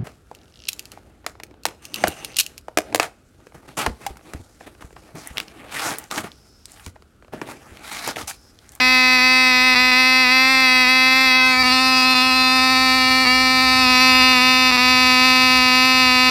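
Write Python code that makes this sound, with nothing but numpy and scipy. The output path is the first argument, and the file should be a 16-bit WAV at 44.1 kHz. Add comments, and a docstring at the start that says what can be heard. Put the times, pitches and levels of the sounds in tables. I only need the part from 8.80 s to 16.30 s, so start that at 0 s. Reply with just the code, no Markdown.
"""A tiny two-stroke glow engine runs flat out on a model plane held by hand over a bench, by a stone wall.
From the start it is heard over the cylinder head: each turn fires one sharp exhaust blast with a
little hiss, and now and then a firing fails, so the speed sags and recovers. From 2.5 s the plane is
turned and moved away, the tone swirls, and the propeller's wash on the microphone grows.
After 5 s the plane comes close, stumbles again near 6 s and runs on to the end."""
import sys
import numpy as np
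from scipy import signal
from scipy.fft import rfft, irfft
from scipy.io import wavfile
from scipy.ndimage import uniform_filter1d, map_coordinates

SR = 44100
rng = np.random.default_rng(int(sys.argv[2]) if len(sys.argv) > 2 else 0)


def inscribe(sig):
    """Save sig as 16-bit PCM at rate SR to the path in sys.argv[1].

    A 1-D sig is mono; a 2-D sig holds one channel per row.
    Samples are clipped to [-1, 1] before scaling.
    """
    pcm = np.round(np.clip(np.atleast_2d(sig).T, -1, 1) * 32767)
    wavfile.write(sys.argv[1], SR, pcm.astype(np.int16))


N = 330750
FIRING_HZ = 257  # usual firing rate, the fundamental
# stumbles, in which every other firing is weak:
# t/s, level of the weak blasts/dB, number of them, extra force of the next firings/fraction
STUMBLES = [(.113, -2.5, 1, 0), (0.381, -3.5, 1, .05), (.945, -12, 2, 0.18), (1.112, -4.5, 1, 0.15),
            (2.828, -13, 1, .06), (3.212, -5, 1, .04), (3.337, -7, 2, 0), (3.629, -3.5, 1, .02),
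            (4.3, -2, 1, 0.17), (4.448, -7.5, 3, .4), (5.526, -3, 1, 0.034), (5.91, -9.5, 2, 0.065),
            (5.964, -9, 2, 0.068)]


def engine(rush_db=-39, hiss_db=-29, hum_pumping=0.34, rasp_pumping=0.04, hum_lag_ms=1.0):
    """Source and filter: one blast a turn gives a harmonic series, heard as hum, bark, rasp and sizzle."""
    # how the plane is held: t/s, side (0 cylinder head, 1 tilted, 2 far, 3 beside, 4 close), motion (0-1)
    pose = [(0, -0.5, 0.29), (2.5, 0, 0), (2.7, 1.24, 0.55), (2.9, 2.66, 0.99), (3.2, 3, 0.89),
            (3.55, 3, 0.48), (3.95, 2.5, 0.19), (4.5, 2, 0.18), (4.96, 2.5, 0.34), (5.17, 3.5, 0.74),
            (5.7, 3.5, 0.17), (6.38, 3.5, 0.1)]
    # spectrum of the rushing noise: f/Hz, relative level/dB
    rush_spectrum = [(150, -2), (330, -1), (500, -3), (900, -3), (1300, 0.5), (1600, 0.5), (2400, 4.5),
                     (3150, -5), (4500, -23), (5700, 0), (6500, -15), (15000, -90.5)]
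    side, motion = curves(pose)
    hz = crank_speed(motion)
    at, strength = firings(np.cumsum(hz) / SR)
    # faint steady hiss with a tick of random strength at each firing
    tick_envelope = firing_envelope(at, strength, decay_turns=0.0046, floor=0.067)
    hiss_and_ticks = unit(tick_envelope * rng.standard_normal(N))
    fired = exhaust(unit(clicks(at, strength)) + undb(hiss_db) * hiss_and_ticks, side)
    # the piston keeps pumping air through a misfire, so hum and rasp dip less than the bark
    pumped = exhaust(clicks(at, np.ones(len(at))), side)
    hum, _ = split(fired + hum_pumping * pumped, hz=680)
    hum = delay(hum, hum_lag_ms)
    below_rasp, _ = split(fired, hz=3047)
    _, bark = split(below_rasp, hz=487)
    bark = cavity(cavity(bark, hz=2424, width_hz=680), hz=945, width_hz=623)
    _, rasp = split(fired + rasp_pumping * pumped, hz=2984)
    rasp = rebound(rasp, share=0.52, lag_samples=66)
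    rasp = reflections(rasp, motion, still_db=-16, moving_db=-10)
    edge = reflections(sizzle(at, strength, side), motion, still_db=-18, moving_db=-4)
    rush = undb(rush_db) * unit(tick_envelope * noise(rush_spectrum))
    bands = zip([hum, bark, rasp, edge], band_levels(side, hz))
    return rush + sum(undb(db) * steady(band) for band, db in bands)


def crank_speed(motion, wobble_hz=0.55, slosh_hz=0.55, misfire_cost_hz=7, spin_up_s=0.045):
    """Torque balance: lost firings slow the crank briefly; it flutters more as the hand shakes the fuel."""
    # rotation rate that the fuel mixture allows: t/s, f/Hz
    cruise = [(0.0, 253.2), (0.13, 257.2), (0.32, 255.7), (0.54, 257.5), (0.8, 254.6), (1.59, 258.6),
              (1.72, 263.8), (1.99, 255.3), (2.41, 261.4), (2.63, 257.6), (3.09, 258.5), (4.39, 259),
              (4.8, 258.4), (5.75, 256.6), (6.39, 253.9), (6.47, 256.9), (6.92, 254.5), (7.07, 257.7),
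              (7.5, 254.5)]
    # spells in which the engine labours: t/s, rate lost/Hz, half length/s
    sags = [(0.39, 3.1, 0.042), (0.75, 2.8, 0.055), (1.13, 2.8, 0.026), (1.47, 7.3, 0.039),
            (1.89, 2.6, 0.03), (2.06, 5, 0.027), (2.52, 3.9, 0.037), (2.75, 3.02, 0.021), (2.9, 3.8, 0.022),
            (3.52, 1.6, 0.018), (3.79, 2.1, 0.027), (5.07, 3, 0.043), (5.16, 3.98, 0.035),
            (5.35, 1.74, 0.026), (5.59, 6.0, 0.038), (7.31, 2.9, 0.056)]
    t = np.arange(N) / SR
    hz, = curves(cruise)
    for s, weak_db, misses, _ in STUMBLES:
        lost_hz = misfire_cost_hz * (1 - undb(weak_db))
        for missed_s in s + 2 * np.arange(round(misses)) / FIRING_HZ:
            hz = hz - lost_hz * (t > missed_s) * np.exp(-abs(t - missed_s) / spin_up_s)
    return hz - bumps(sags) + (wobble_hz + slosh_hz * motion) * wander(rate_hz=56)


def firings(turns, jitter_s=1.8e-6, drift_s=2.5e-6, scatter_db=0.5, weak_late_s=8e-5, surge_s=0.053):
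    """Cyclic variation: no two burns are alike. Gives the sample position and strength of each blast."""
    at = np.interp(np.arange(1, int(turns[-1])), turns, np.arange(N))
    jitter, drift, scatter = rng.standard_normal((len(at), 3)).T
    at = at + SR * (jitter_s * jitter + drift_s * np.cumsum(drift))
    burn = np.ones(len(at))
    for s, weak_db, misses, surge in STUMBLES:
        k = np.argmin(abs(at - s * SR))
        # unburnt fuel makes the next few firings harder
        burn[k:] += surge * np.exp(-(at[k:] - at[k]) / SR / surge_s)
        burn[k:k + 2 * round(misses):2] = undb(weak_db)
    # a weak burn leaves little pressure, so its blast gets out late
    return at + SR * weak_late_s * (1 - burn), burn * undb(scatter_db * scatter)


def exhaust(blasts, side):
    """Forced resonance: the blasts ring port, cowl and wing, which radiate a different tone to each side."""
    # response towards each of the five sides: f/FIRING_HZ, relative level/dB
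    head_on = [(1, -8.5), (2, -15.5), (3, -8.5), (4, -7), (5, -8), (6, -11.5), (7, -6.5), (8, 1.5), (9, -8),
               (10, 4), (11, -7.5), (12, -27), (13, -8.5), (14, -10.5), (15, -8), (16, -6), (17, -12),
               (18, -3), (19, -10), (20, -10.5), (21, -16.5), (22, -16.5), (23, -16.5), (24, -30)]
    tilted = [(1, -1.5), (2, -8), (3, -2), (4, 2), (5, -2), (6, 3.5), (7, -21), (8, 8.5), (9, -7),
              (10, 12.5), (11, -11), (12, -12.5), (13, -6), (14, -4.5), (15, -5), (16, -6), (17, -5),
              (18, 2.5), (19, -6), (20, -28), (21, -4.5), (22, -39), (23, -12), (24, -21)]
    far = [(1, -0.5), (2, -8.5), (3, 4.5), (4, 2), (5, 5.5), (6, -14), (7, 6.5), (8, 1.5), (9, 11),
           (10, -4), (11, 10.5), (12, -30), (13, -5.5), (14, -23), (15, 0), (16, -10.5), (17, -2), (18, 5),
           (19, -13), (20, -4.5), (21, -30.5), (22, -13.5), (23, -17.5), (24, -19)]
    beside = [(1, -2.5), (2, -14), (3, -7.5), (4, -5.5), (5, -4.5), (6, -16), (7, -10), (8, -10.5),
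              (9, -11.5), (10, 2.5), (11, -3.5), (12, -28), (13, -13), (14, -4.5), (15, -16.5), (16, -4.5),
              (17, -9.5), (18, -6), (19, -6), (20, -10.5), (21, -13.5), (22, -20.5), (23, -20), (24, -27.5)]
    close = [(1, -5.5), (2, -10.5), (3, -6.5), (4, -1.5), (5, -3.5), (6, -12.5), (7, -1.5), (8, -0.5),
             (9, 2), (10, 1), (11, 6), (12, -15), (13, -11.5), (14, -1), (15, -8), (16, 1), (17, -6.5),
             (18, 0), (19, 1), (20, -17), (21, -9.5), (22, -16), (23, -7.5), (24, -17.5)]
    out = 0
    for k, tone in enumerate([head_on, tilted, far, beside, close]):
        harmonics = [(multiple * FIRING_HZ, db) for multiple, db in tone]
        outline = [(60, -27.5)] + harmonics + [(6600, -43)]
        weight = np.clip(1 - abs(side - k), 0, 1)
        out = out + weight * unit(ring(blasts, outline))
    return out


def sizzle(at, strength, side, hiss_db=-11.5, scatter_db=0.5):
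    """Impulse excitation: steep blast fronts rattle the airframe and ring the head; the port hisses."""
    # narrow metallic modes heard over the cylinder head: f/Hz, bandwidth/Hz, relative level/dB
    head_modes = [(7410, 320, 1), (7900, 280, -3), (8480, 160, 2.5), (9490, 600, 0), (10970, 250, -0.5),
                  (11800, 250, -2.5), (12870, 110, -3.5), (13200, 180, -2.5), (14200, 600, -33)]
    # spectrum of the blast's edge, from further off and from close by: f/Hz, relative level/dB
    away_spectrum = [(6200, -41), (6600, 0.5), (7300, 0), (8400, -1), (9500, -0.5), (10400, -7),
                     (11400, -3.5), (13000, -6.5), (14200, -16), (15700, -15.5)]
    close_spectrum = [(6200, -49), (6600, -7), (7300, 4.5), (8300, -13.5), (9400, 0), (10400, -12),
                      (11000, -3.5), (13000, -4.5), (14200, -11), (15700, -19)]
    front = clicks(at, strength * undb(scatter_db * rng.standard_normal(len(at))))
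    port_hiss = firing_envelope(at, strength, decay_turns=0.22, floor=0.14) * rng.standard_normal(N)
    rattle = rebound(rebound(front, share=0.8, lag_samples=69), share=0.72, lag_samples=17)
    edge = unit(rattle) + undb(hiss_db) * unit(port_hiss)
    modes = sum(undb(db) * signal.lfilter(*signal.iirpeak(hz, hz / width_hz, fs=SR), edge)
                for hz, width_hz, db in head_modes)
    _, head = split(modes, hz=6060)
    above, close = np.clip(1 - side, 0, 1), np.clip(side - 3, 0, 1)
    return (above * unit(head)
            + (1 - above - close) * unit(ring(edge, away_spectrum))
            + close * unit(ring(edge, close_spectrum)))


def firing_envelope(at, strength, decay_turns, floor):
    """Exponential decay: an envelope that jumps at each firing and falls to a steady floor."""
    turns = np.interp(np.arange(N), at, np.arange(len(at)))
    return floor + np.exp(-(turns % 1) / decay_turns) * strength[turns.astype(int)]


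def band_levels(side, hz, rasp_db_per_hz=0.03, sizzle_db_per_hz=0.2):
    """Directivity and distance set the level of each band in dB; a faster engine has more edge."""
    # one row for each side, 0 to 4: hum level/dB, bark level/dB, rasp level/dB, sizzle level/dB
    directivity = [(-26, -13.5, -19.5, -37), (-26.5, -13.5, -19.5, -38), (-23.5, -16, -18.5, -35.5),
                   (-24.5, -15.5, -19, -35.5), (-23.6, -14.5, -19, -34.5)]
    # swell of the engine as the hand carries it about: t/s, level/dB
    nearness = [(2.7, -0.5), (3.35, 0), (3.55, -0.9), (3.8, 0), (4.3, -0.5), (4.5, -0.1), (4.85, -0.3),
                (5.3, 2), (5.9, -0.25), (6.4, 1), (6.9, 0.3)]
    near_db, = curves(nearness)
    hum, bark, rasp, edge = (np.interp(side, np.arange(len(db)), db) + near_db
                             for db in np.transpose(directivity))
    excess_hz = hz - FIRING_HZ
    return hum, bark, rasp + rasp_db_per_hz * excess_hz, edge + sizzle_db_per_hz * excess_hz


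def cavity(x, hz, width_hz):
    """Group delay: a cavity holds back tones near its resonance, spreading a blast into a few swings."""
    _, denominator = signal.iirpeak(hz, hz / width_hz, fs=SR)
    return signal.lfilter(denominator[::-1], denominator, x)


def rebound(x, share, lag_samples):
    """Multiple reflection, as an all-pass comb: a share comes at once, the rest rounds the airframe."""
    taps = np.r_[share, np.zeros(lag_samples - 1), 1]
    return signal.lfilter(taps, taps[::-1], x)


def reflections(x, motion, still_db, moving_db, sweep_ms=0.3604, count=4):
    """Comb interference: echoes off wing, bench and wall swirl the tone as the hand shifts their paths."""
    travel = np.cumsum(motion) / SR
    gain = undb(still_db) + undb(moving_db) * motion
    out = x
    for ms, pace, phase in rng.uniform([1, 2.5, 0], [3.4, 6, 2 * np.pi], (count, 3)):
        out = out + gain * delay(x, ms + sweep_ms * np.sin(pace * travel + phase))
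    return out


def propeller_wash(gust_half_s=0.045):
    """Turbulent pressure: the propeller's slipstream rumbles softly on the microphone, with a few gusts."""
    # spectrum of the rumble: f/Hz, relative level/dB
    spectrum = [(20, -55), (40, -14), (53, -13), (60, 2.5), (68, 0), (85, -8.5), (100, -3.5), (130, -5.5),
                (170, -16), (230, -12.5), (400, -27), (900, -60)]
    # strength of the slipstream at the microphone: t/s, level/dB
    slipstream = [(2.4, -47.5), (5, -38.5), (7.5, -41)]
    # gusts that hit squarely: t/s, level above the slipstream/dB
    gusts = [(1.0, 7), (2.83, 10), (4.97, 5), (5.63, 3), (6.65, 5)]
    stream_db, = curves(slipstream)
    gust_db = bumps((s, db, gust_half_s) for s, db in gusts)
    return undb(stream_db + gust_db) * noise(spectrum)


def ring(x, points, size=2048):
    """Minimum-phase filtering: a causal resonator with the outline (f/Hz, level/dB)."""
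    hz, db = np.transpose(points)
    bin_hz = np.arange(size // 2 + 1) * SR / size
    outline_db = np.interp(np.log(bin_hz + 1), np.log(hz), db)
    cepstrum = irfft(np.log(undb(outline_db)))[:size // 2]
    cepstrum[1:] *= 2
    impulse_response = irfft(np.exp(rfft(cepstrum, size)))
    return signal.fftconvolve(x, impulse_response)[:N]


def clicks(at, gain, size=8):
    """Band-limited impulses: windowed sincs at fractional sample positions."""
    taps = at.astype(int)[:, None] + np.arange(1 - size, size + 1)
    offset = taps - at[:, None]
    shape = np.sinc(offset) * np.sinc(offset / size)
    return np.bincount(np.clip(taps, 0, N - 1).ravel(), (gain[:, None] * shape).ravel(), N)


def split(x, hz, order=6):
    """Complementary filtering: the low-passed part of x and the remainder."""
    low = signal.sosfiltfilt(signal.butter(order, hz, fs=SR, output="sos"), x)
    return low, x - low


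def delay(x, ms):
    """Fractional delay by a constant or moving time."""
    return map_coordinates(x, [np.arange(N) - ms * SR / 1000], order=3)


def noise(points):
    """Spectral shaping: noise of rms 1 with the outline (f/Hz, level/dB)."""
    return unit(ring(rng.standard_normal(N), points, size=16384))


def wander(rate_hz):
    """Smoothed random steps with a spread near 1."""
    hold = int(SR / rate_hz)
    steps = np.repeat(rng.standard_normal(N // hold + 1), hold)
    return unit(uniform_filter1d(uniform_filter1d(steps, hold), hold))[:N]


def bumps(rows):
    """Superposed bell curves from rows of (t/s, height, half length/s)."""
    t = np.arange(N) / SR
    return sum(height * np.exp(-((t - s) / half_s) ** 2) for s, height, half_s in rows)


def curves(table):
    """Linear interpolation of each column against the first, t/s, at every sample."""
    s, *columns = np.transpose(table)
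    return [np.interp(np.arange(N) / SR, s, column) for column in columns]


def steady(x, size=15000):
    """Normalisation to a running rms of 1, leaving quick dips alone."""
    return x / np.sqrt(uniform_filter1d(x ** 2, size))


def unit(x):
    """Normalisation to rms 1."""
    return x / np.std(x)


def undb(db):
    """Amplitude ratio of a level in decibels."""
    return 10 ** (np.asarray(db) / 20)


def scene():
    """Superposition of engine and propeller wash, in one channel."""
    return (engine() + propeller_wash())[None]


def record(dry, top_hz=15700):
    """Band limiting: a steep low-pass cuts the highest treble."""
    return signal.sosfilt(signal.ellip(10, .1, 80, top_hz, fs=SR, output="sos"), dry)


dry = scene()
out = record(dry)
inscribe(out)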